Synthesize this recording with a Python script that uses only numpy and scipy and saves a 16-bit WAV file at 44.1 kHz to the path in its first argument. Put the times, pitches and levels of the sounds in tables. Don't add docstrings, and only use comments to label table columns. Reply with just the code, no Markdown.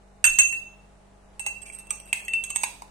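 import sys
import numpy as np
from scipy import signal
from scipy.fft import rfft, irfft
from scipy.io import wavfile
from scipy.ndimage import uniform_filter1d

SR = 44100
rng = np.random.default_rng(int(sys.argv[2]) if len(sys.argv) > 2 else 0)


def digitize_waveform(pressure):
    field = np.atleast_2d(pressure).T
    bounded = np.clip(field, -1, 1)
    quanta = np.round(bounded * 32767).astype(np.int16)
    wavfile.write(sys.argv[1], SR, quanta)


def invert_db(x):
    u = np.asarray(x, float) / 20
    return 10 ** u


N = 127890


def evened(x):
    return x / np.sqrt(np.mean(x ** 2) + 1e-20)


def read(points, hz):
    f, value = np.transpose(points)
    return np.interp(np.log(hz + 1), np.log(f + 1), value)


def coloured(x, points):
    gain = invert_db(read(points, np.fft.rfftfreq(x.shape[-1], 1 / SR)))
    return irfft(rfft(x) * gain, x.shape[-1])


def clicks(s, size):
    x = np.zeros(N)
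    np.add.at(x, np.round(np.asarray(s) * SR).astype(int), size)
    return x


def ring(x, hz, t60_s, rise_s):
    turn = np.exp(2j * np.pi * hz / SR)
    decay = 1000 ** (-1 / (t60_s * SR))
    rise = np.exp(-1 / (rise_s * SR))
    poles = np.convolve([1, -decay * turn], [1, -rise * turn])
    return np.sqrt(2) * signal.lfilter([1 - rise], poles, x + 1e-18)


def dying(x, t60_s):
    poles = np.convolve([1, -.92], [1, -1000 ** (-1 / (t60_s * SR))])
    return signal.lfilter([.08], poles, x + 1e-18)


def placed(x, pan_db):
    left_lag_samples = 15
    return np.array([np.roll(x, left_lag_samples) * invert_db(pan_db / 2), x * invert_db(-pan_db / 2)])


# frequency in Hz, density in dB per Hz.
AIR_SPECTRUM = [(30, -15), (100, -19.5), (260, -22), (700, -20), (2000, -32.5), (5000, -41.5),
                (8500, -38.5), (11000, -45.5), (13000, -63.5)]
# frequency in Hz, likeness 0 to 1.
AIR_LIKENESS = [(60, 0.49), (240, 0.28), (950, 0.11), (3770, 0.14), (15000, 0.03)]
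# time in seconds, level in dB.
AIR_SWELL = [(0, -2.5), (.7, -0.5), (1.1, -2), (1.501, 0.5), (2.198, 0.5), (2.9, 1)]
AIR_DB = -60


def air():
    hz = np.fft.rfftfreq(N, 1 / SR)
    a, b = rfft(rng.standard_normal((2, N)))
    same = np.clip(read(AIR_LIKENESS, hz), 0, 1)
    z = np.array([a, same * a + np.sqrt(1 - same ** 2) * b]) * invert_db(read(AIR_SPECTRUM, hz))
    level = np.std(irfft(z.mean(0) * (hz > 250), N))
    swell_db = np.interp(np.arange(N) / SR, *np.transpose(AIR_SWELL))
    return irfft(z, N) / level * invert_db(AIR_DB + swell_db)


# frequency in Hz, level in dB rms.
HUM = [(49, -57), (97, -69.5), (147, -70.5), (197, -63), (415, -71), (623, -71), (680, -73), (830, -69.5)]
HUM_WAVER_DB = 1


def fridge():
    t, out = np.arange(N) / SR, np.zeros((2, N))
    for hz, db in HUM:
        drift = rng.standard_normal((3, 30))
        slow = [np.interp(t, np.linspace(0, N / SR, 30), d) for d in drift]
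        phase = 2 * np.pi * hz * t + .5 * slow[0] + np.array([0.14 * slow[1], 0 * t])
        out += np.sqrt(2) * invert_db(db + HUM_WAVER_DB * slow[2]) * np.sin(phase)
    return out


# frequency in Hz, T60 in seconds.
ECHO_T60 = [(300, 0.66), (1500, 0.27), (4000, 0.64), (9000, 0.33), (15000, 0.6)]


def kitchen_echo(x):
    taps = np.zeros((2, SR // 2))
    at = np.arange(200, SR // 2 - 20, 20) + rng.integers(0, 20, (2, (SR // 2 - 201) // 20))
    np.put_along_axis(taps, at, rng.choice([-1., 1.], at.shape), 1)
    hz, t, z = signal.stft(taps, SR, nperseg=256)
    t60_s = np.maximum(read(ECHO_T60, hz), .05)[:, None]
    tail = signal.istft(z * invert_db(-60 * t / t60_s), SR, nperseg=256)[1]
    return signal.fftconvolve(x, tail / np.linalg.norm(tail[0]), axes=1)[:, :N]


# time in seconds, level in dB.
THUMPS = [
    (0.249, -42),
    (0.292, -50),
    (.395, -47.5),
]
THUMP_HZ, THUMP_T60_S, THUMP_RISE_S = 22, 0.34, 0.0035


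def bowl_thumps():
    s, db = np.transpose(THUMPS)
    return ring(clicks(s, invert_db(db)), THUMP_HZ, THUMP_T60_S, THUMP_RISE_S).imag


# time in seconds, level in dB, pitch in Hz, left-right in dB.
CLANKS = [(.243, -31, 1754, 23), (0.251, -23.5, 1480, 6.5), (0.392, -49, 980, -1.5),
          (1.466, -33.5, 870, -7.5), (1.908, -36.5, 1200, 10), (1.906, -31.5, 2407, -2),
          (1.4, -44.5, 880, -9), (1.7, -38.5, 2320, -7), (2.129, -34.5, 910, -6.5),
          (2.128, -17.5, 2595, -1.5), (2.129, -24, 2150, -1), (.525, -44.5, 1010, 3),
          (.53, -41.5, 1800, 1.5), (2.4385, -40.5, 3300, -3), (2.503, -38.5, 3000, -1.5),
          (2.563, -40, 3000, 1), (1.906, -32.5, 5890, -2), (2.2, -45.5, 1780, 3), (2.281, -32.5, 2000, -3),
          (2.505, -40, 1140, -7), (2.56, -32, 966, -4.5), (2.636, -24, 935, -7.5), (2.637, -24, 2446, -5),
          (2.821, -34.5, 945, -0.5)]
CLANK_T60_S, CLANK_RISE_S = 0.018, 0.00068
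CAVITY_HZ, CAVITY_T60_S, CAVITY_RISE_S, CAVITY_DB = 851.5, 0.21, .003, -15
CAVITY_UNDER_HZ = 1300


def clanks_and_cavity():
    out = np.zeros((2, N))
    for s, db, hz, pan_db in CLANKS:
        hit = clicks([s], invert_db(db))
        clank = 2 * ring(hit, hz, CLANK_T60_S, CLANK_RISE_S)
        if hz < CAVITY_UNDER_HZ:
            clank = clank + invert_db(CAVITY_DB) * ring(hit, CAVITY_HZ, CAVITY_T60_S, CAVITY_RISE_S)
        out += placed(clank.imag, pan_db)
    return out


# start in seconds, length in seconds, from Hz, to Hz, level in dB.
MOUTH = [
    (1.655, .04, 2350, 2440, -50),
    (2.135, .14, 2020, 2330, -47.5),
    (2.639, 0.099, 2300, 2455, -50),
]
MOUTH_WIDTH_HZ = 86


def mouth():
    t, out = np.arange(N) / SR, np.zeros((2, N))
    r = np.exp(-np.pi * MOUTH_WIDTH_HZ / SR)
    for s, length_s, from_hz, to_hz, db in MOUTH:
        u = np.clip((t - s) / length_s, 0, 1)
        a, b = rng.standard_normal((2, 2, N))
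        turn = np.exp(2j * np.pi * np.cumsum(from_hz + (to_hz - from_hz) * u) / SR)
        narrow = signal.lfilter([1], [1, -2 * r, r * r], a + 1j * b)
        out += invert_db(db) * np.sin(np.pi * u ** 0.37) ** 2 * evened((turn * narrow).real)
    return out


# start in seconds, length in seconds, level in dB.
SCRAPES = [(1.40, .06, -71), (1.616, 0.05, -45.5), (1.653, 0.09, -43), (1.72, 0.11, -47.5),
           (1.782, 0.069, -47.5), (1.895, .015, -46), (1.925, 0.064, -50), (2.072, 0.077, -50),
           (2.14, 0.13, -44.5), (2.436, 0.06, -38), (2.546, 0.034, -41), (2.613, 0.034, -37.5)]
SLIPS_PER_S, SLIP_SPREAD_DB = 600, 2.5


def drag():
    t, press = np.arange(N) / SR, np.zeros(N)
    for s, length_s, db in SCRAPES:
        u = np.clip((t - s) / length_s, 0, 1)
        press += invert_db(db) * np.sin(np.pi * u ** 0.33) ** 2
    size_db = SLIP_SPREAD_DB * np.minimum(rng.exponential(1, N), 3)
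    slips = (rng.random(N) < SLIPS_PER_S / SR) * invert_db(size_db)
    return press, slips * rng.choice([-1., 1.], N)


SHAKES_PER_S = 30


def shaking(shake):
    knots = rng.standard_normal((4, 90))
    at = np.arange(N) / SR * SHAKES_PER_S
    a, b, c, d = (np.interp(at, np.arange(knots.shape[1]), k) for k in knots)
    return 1 + shake * np.array([a + 1j * b, c + 1j * d])


SPOT_DB = 3.5


def body(pitches_hz, modes, s, db, rubbing, grip, rise_s, shake):
    spot_db = SPOT_DB * shake * rng.standard_normal((len(s), len(modes)))
    out = np.zeros((2, N))
    for k, (level_db, t60_s, pan_db, lead_rad) in enumerate(modes):
        drive = clicks(s, invert_db(db + level_db + spot_db[:, k])) + invert_db(level_db) * rubbing
        mode = placed(ring(drive, pitches_hz[k], grip * t60_s, rise_s), pan_db)
        left_lead = np.exp([[1j * lead_rad], [0]])
        out += (shaking(shake) * left_lead * mode).imag
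    return out


PARTIALS_DB, PARTIAL_WIDTH_HZ = 7, 40


def crowded(x):
    spectrum = rfft(x)
    width = round(PARTIAL_WIDTH_HZ * N / SR)
    peaks = evened(uniform_filter1d(rng.standard_normal(spectrum.shape[-1]), size=width))
    return evened(irfft(spectrum * invert_db(PARTIALS_DB * peaks), N))


RIM_HZ = [6520, 6563, 6616, 6478]
SPOON_HZ = [7644, 7942, 8185, 8236, 8336, 8430, 8700, 9480, 10620, 11340, 11680, 15600]
# level in dB, T60 in seconds, left-right in dB, left lead in rad.
RIM = [(-2, 0.33, -8.5, 2.6), (-12, 0.23, 3, 1), (-15, .22, -2.5, 1), (-9, 0.14, 1.5, -0.74)]
SPOON = [(-7.5, 0.15, -7.5, -1.2), (-18, 0.32, -2.5, 0.18), (-9.5, 0.2, -4, .3), (-8, 0.36, -8.5, -.6),
         (-5.5, 0.25, -12, -1.3), (-14, 0.062, -9.5, .3), (-4, 0.068, -5.5, .3), (-23, .12, 4, .3),
         (-13, 0.201, 5.5, .6), (-21, 0.3, 4.5, .3), (-19.5, 0.2, -0.5, .6), (-23, .1, -3, .3)]
# frequency in Hz, density in dB per Hz.
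CRACK = [(400, -23), (2500, -2.5), (4200, -9), (6000, -9.5), (8500, -2.5), (11800, -12.5), (14000, -29),
         (15600, -23.5), (16600, -43.5)]
CLATTER = [(500, -27.5), (2500, -3.5), (3400, -8.5), (4800, -13), (6800, -13), (8500, -2.5), (11700, -11.5),
           (13000, -36)]
CRACK_T60_S, CRACK_DB, CRACK_PAN_DB = 0.023, -8.5, -6.5
CLATTER_T60_S, CLATTER_DB = 0.25, -11.5
SCRAPE_HISS_DB, SCRAPE_PING_DB, SCRAPE_WALL_DB, SCRAPE_RIM_DB = -5, -9.5, -26, -38
WALL_RISE_S, RISE_S, SHAKE = 0.0011, 0.00055, 1


def blows(rows, wall_hz, wall, grip, press, slips, wall_shake):
    s, crack_db, wall_db, rim_db, ping_db = np.transpose(rows)
    rub = press * slips
    out = body(wall_hz, wall, s, wall_db, rub * invert_db(SCRAPE_WALL_DB), 1, WALL_RISE_S, wall_shake)
    out += body(RIM_HZ, RIM, s, rim_db, rub * invert_db(SCRAPE_RIM_DB), np.sqrt(grip), RISE_S, SHAKE)
    out += body(SPOON_HZ, SPOON, s, ping_db, rub * invert_db(SCRAPE_PING_DB), grip, RISE_S, SHAKE)
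    force = clicks(s, invert_db(crack_db + CRACK_DB))
    crack = dying(force, CRACK_T60_S) * evened(coloured(rng.standard_normal(N), CRACK))
    b, c = crowded(coloured(rng.standard_normal((2, N)), CLATTER))
    grit = crowded(coloured(evened(slips) + rng.standard_normal(N), CLATTER))
    out += placed(crack + invert_db(SCRAPE_HISS_DB) * press * grit, CRACK_PAN_DB)
    clatter = dying(force, CLATTER_T60_S * np.sqrt(grip)) * np.array([b + .5 * c, c])
    return out + invert_db(CLATTER_DB) * clatter


# time in seconds, crack in dB, wall ring in dB, rim ring in dB, spoon ping in dB.
DIGS = [(1.6161, -46, -60, -70, -51), (1.66, -45, -56, -64, -52), (1.7228, -54, -68, -65, -49.5),
        (1.7313, -52, -70, -68, -47), (1.7473, -44, -61, -70, -41), (1.7947, -42, -60.5, -65, -46),
        (2.064, -47, -50, -73, -51), (2.4965, -35, -52, -64, -44), (2.622, -36.5, -48, -65, -43),
        (1.7868, -39.5, -54.5, -68, -40), (1.8692, -43, -56, -68, -52), (1.9056, -21, -44.5, -39, -23.5),
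        (1.9994, -35, -55.5, -68, -45), (2.0552, -75, -53, -77, -49), (2.0896, -52, -49, -85, -61),
        (2.1286, -12, -35.5, -42, -26), (2.1745, -49, -79, -58, -52), (2.2024, -44, -68, -63, -47.5),
        (2.2493, -41, -67, -54, -43.5), (2.2812, -25, -30, -55.5, -47), (2.3351, -19.5, -18.5, -52, -35.5),
        (2.4379, -27.5, -41, -47.5, -35), (2.5027, -26.5, -38.5, -49, -30.5),
        (2.5596, -13.5, -36.5, -33, -23), (2.6339, -13.5, -39, -55, -27), (2.6384, -14.5, -68, -49, -28.5),
        (2.82, -31, -70, -88, -72)]
TILTED_HZ = [2682, 2705, 2655]
# level in dB, T60 in seconds, left-right in dB, left lead in rad.
TILTED_WALL = [(0.5, 0.27, 3.5, -0.48), (-14, 0.26, -2, 0.96), (-31, 0.1, -3, 0.58)]


def digs_inside():
    press, slips = drag()
    return blows(DIGS, TILTED_HZ, TILTED_WALL, 0.18, press, slips, wall_shake=.22)


# time in seconds, crack in dB, wall ring in dB, rim ring in dB, spoon ping in dB.
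TAPS = [
    (.2414, -7, -20.5, -24, -20),
    (.2504, -14, -36.5, -40.5, -24.5),
    (.2624, -16.5, -41.5, -36, -24.5),
    (.2694, -22.5, -24, -26.5, -26.5),
    (.387, -7.5, -22, -17, -20.5),
    (.3954, -21, -17.5, -23, -31.5),
    (.4014, -21.5, -27.5, -32.5, -23.5),
    (.525, -23, -32.5, -51, -45.5),
    (1.3947, -26, -37, -48, -35.5),
    (1.4631, -18.5, -30, -45.5, -36.5),
]
WALL_HZ = [2668, 2686, 2703, 2575]
# level in dB, T60 in seconds, left-right in dB, left lead in rad.
WALL = [(-5, 0.3, -1, 2.0), (-3.5, 0.4, -1.5, 0.36), (-7.5, 0.36, 2, 1.5), (-22.5, 0.4, -2, .3)]


def taps_outside():
    still = np.zeros(N)
    return blows(TAPS, WALL_HZ, WALL, 0.37, still, still, wall_shake=.6)


def spoon_on_cup():
    return bowl_thumps() + clanks_and_cavity() + mouth() + digs_inside() + taps_outside()


ECHO_DB = -7.5


def scene():
    cup = spoon_on_cup()
    return air() + fridge() + invert_db(ECHO_DB) * kitchen_echo(cup) + cup


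def top_cut(x):
    return signal.sosfilt(signal.butter(12, 17140, fs=SR, output="sos"), x)


HOLE_DB, HOLE_CHANCE_DB, VALLEY_DB = -10.5, 5, -8
GAP_HZ, GAP_TOP_HZ, GAP_MASK_DB = 11900, 15200, -28
ATTACK_DB, WHOLE_UNDER_HZ = 14, 3000


def record(dry):
    hz, _, z = signal.stft(dry, SR, nperseg=1024, noverlap=512, nfft=1024)
    power = (abs(z[:, :512]) ** 2).sum(0).reshape(64, 8, -1).mean(1)
    centre = hz[4:512:8, None]
    loudest = power[4:].max(0)
    near = uniform_filter1d(power, size=15, axis=0)
    valley_db = np.clip(10 * np.log10(power / (near + 1e-30) + 1e-30), VALLEY_DB, 0)
    chance = evened(uniform_filter1d(rng.standard_normal(power.shape), size=9, axis=1))
    stands_out = valley_db + HOLE_CHANCE_DB * chance > HOLE_DB
    in_gap = (centre > GAP_HZ) & (centre < GAP_TOP_HZ)
    strong = np.where(in_gap, power > loudest * invert_db(GAP_MASK_DB) ** 2, stands_out)
    attack = loudest > np.roll(loudest, 1) * invert_db(ATTACK_DB) ** 2
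    keep = strong | (centre < WHOLE_UNDER_HZ) | attack
    z[:, :512] *= np.repeat(keep, 8, axis=0)
    mix = signal.istft(z, SR, nperseg=1024, noverlap=512)[1][:, :N]
    return top_cut(mix)


dry = scene()
out = record(dry)
digitize_waveform(out)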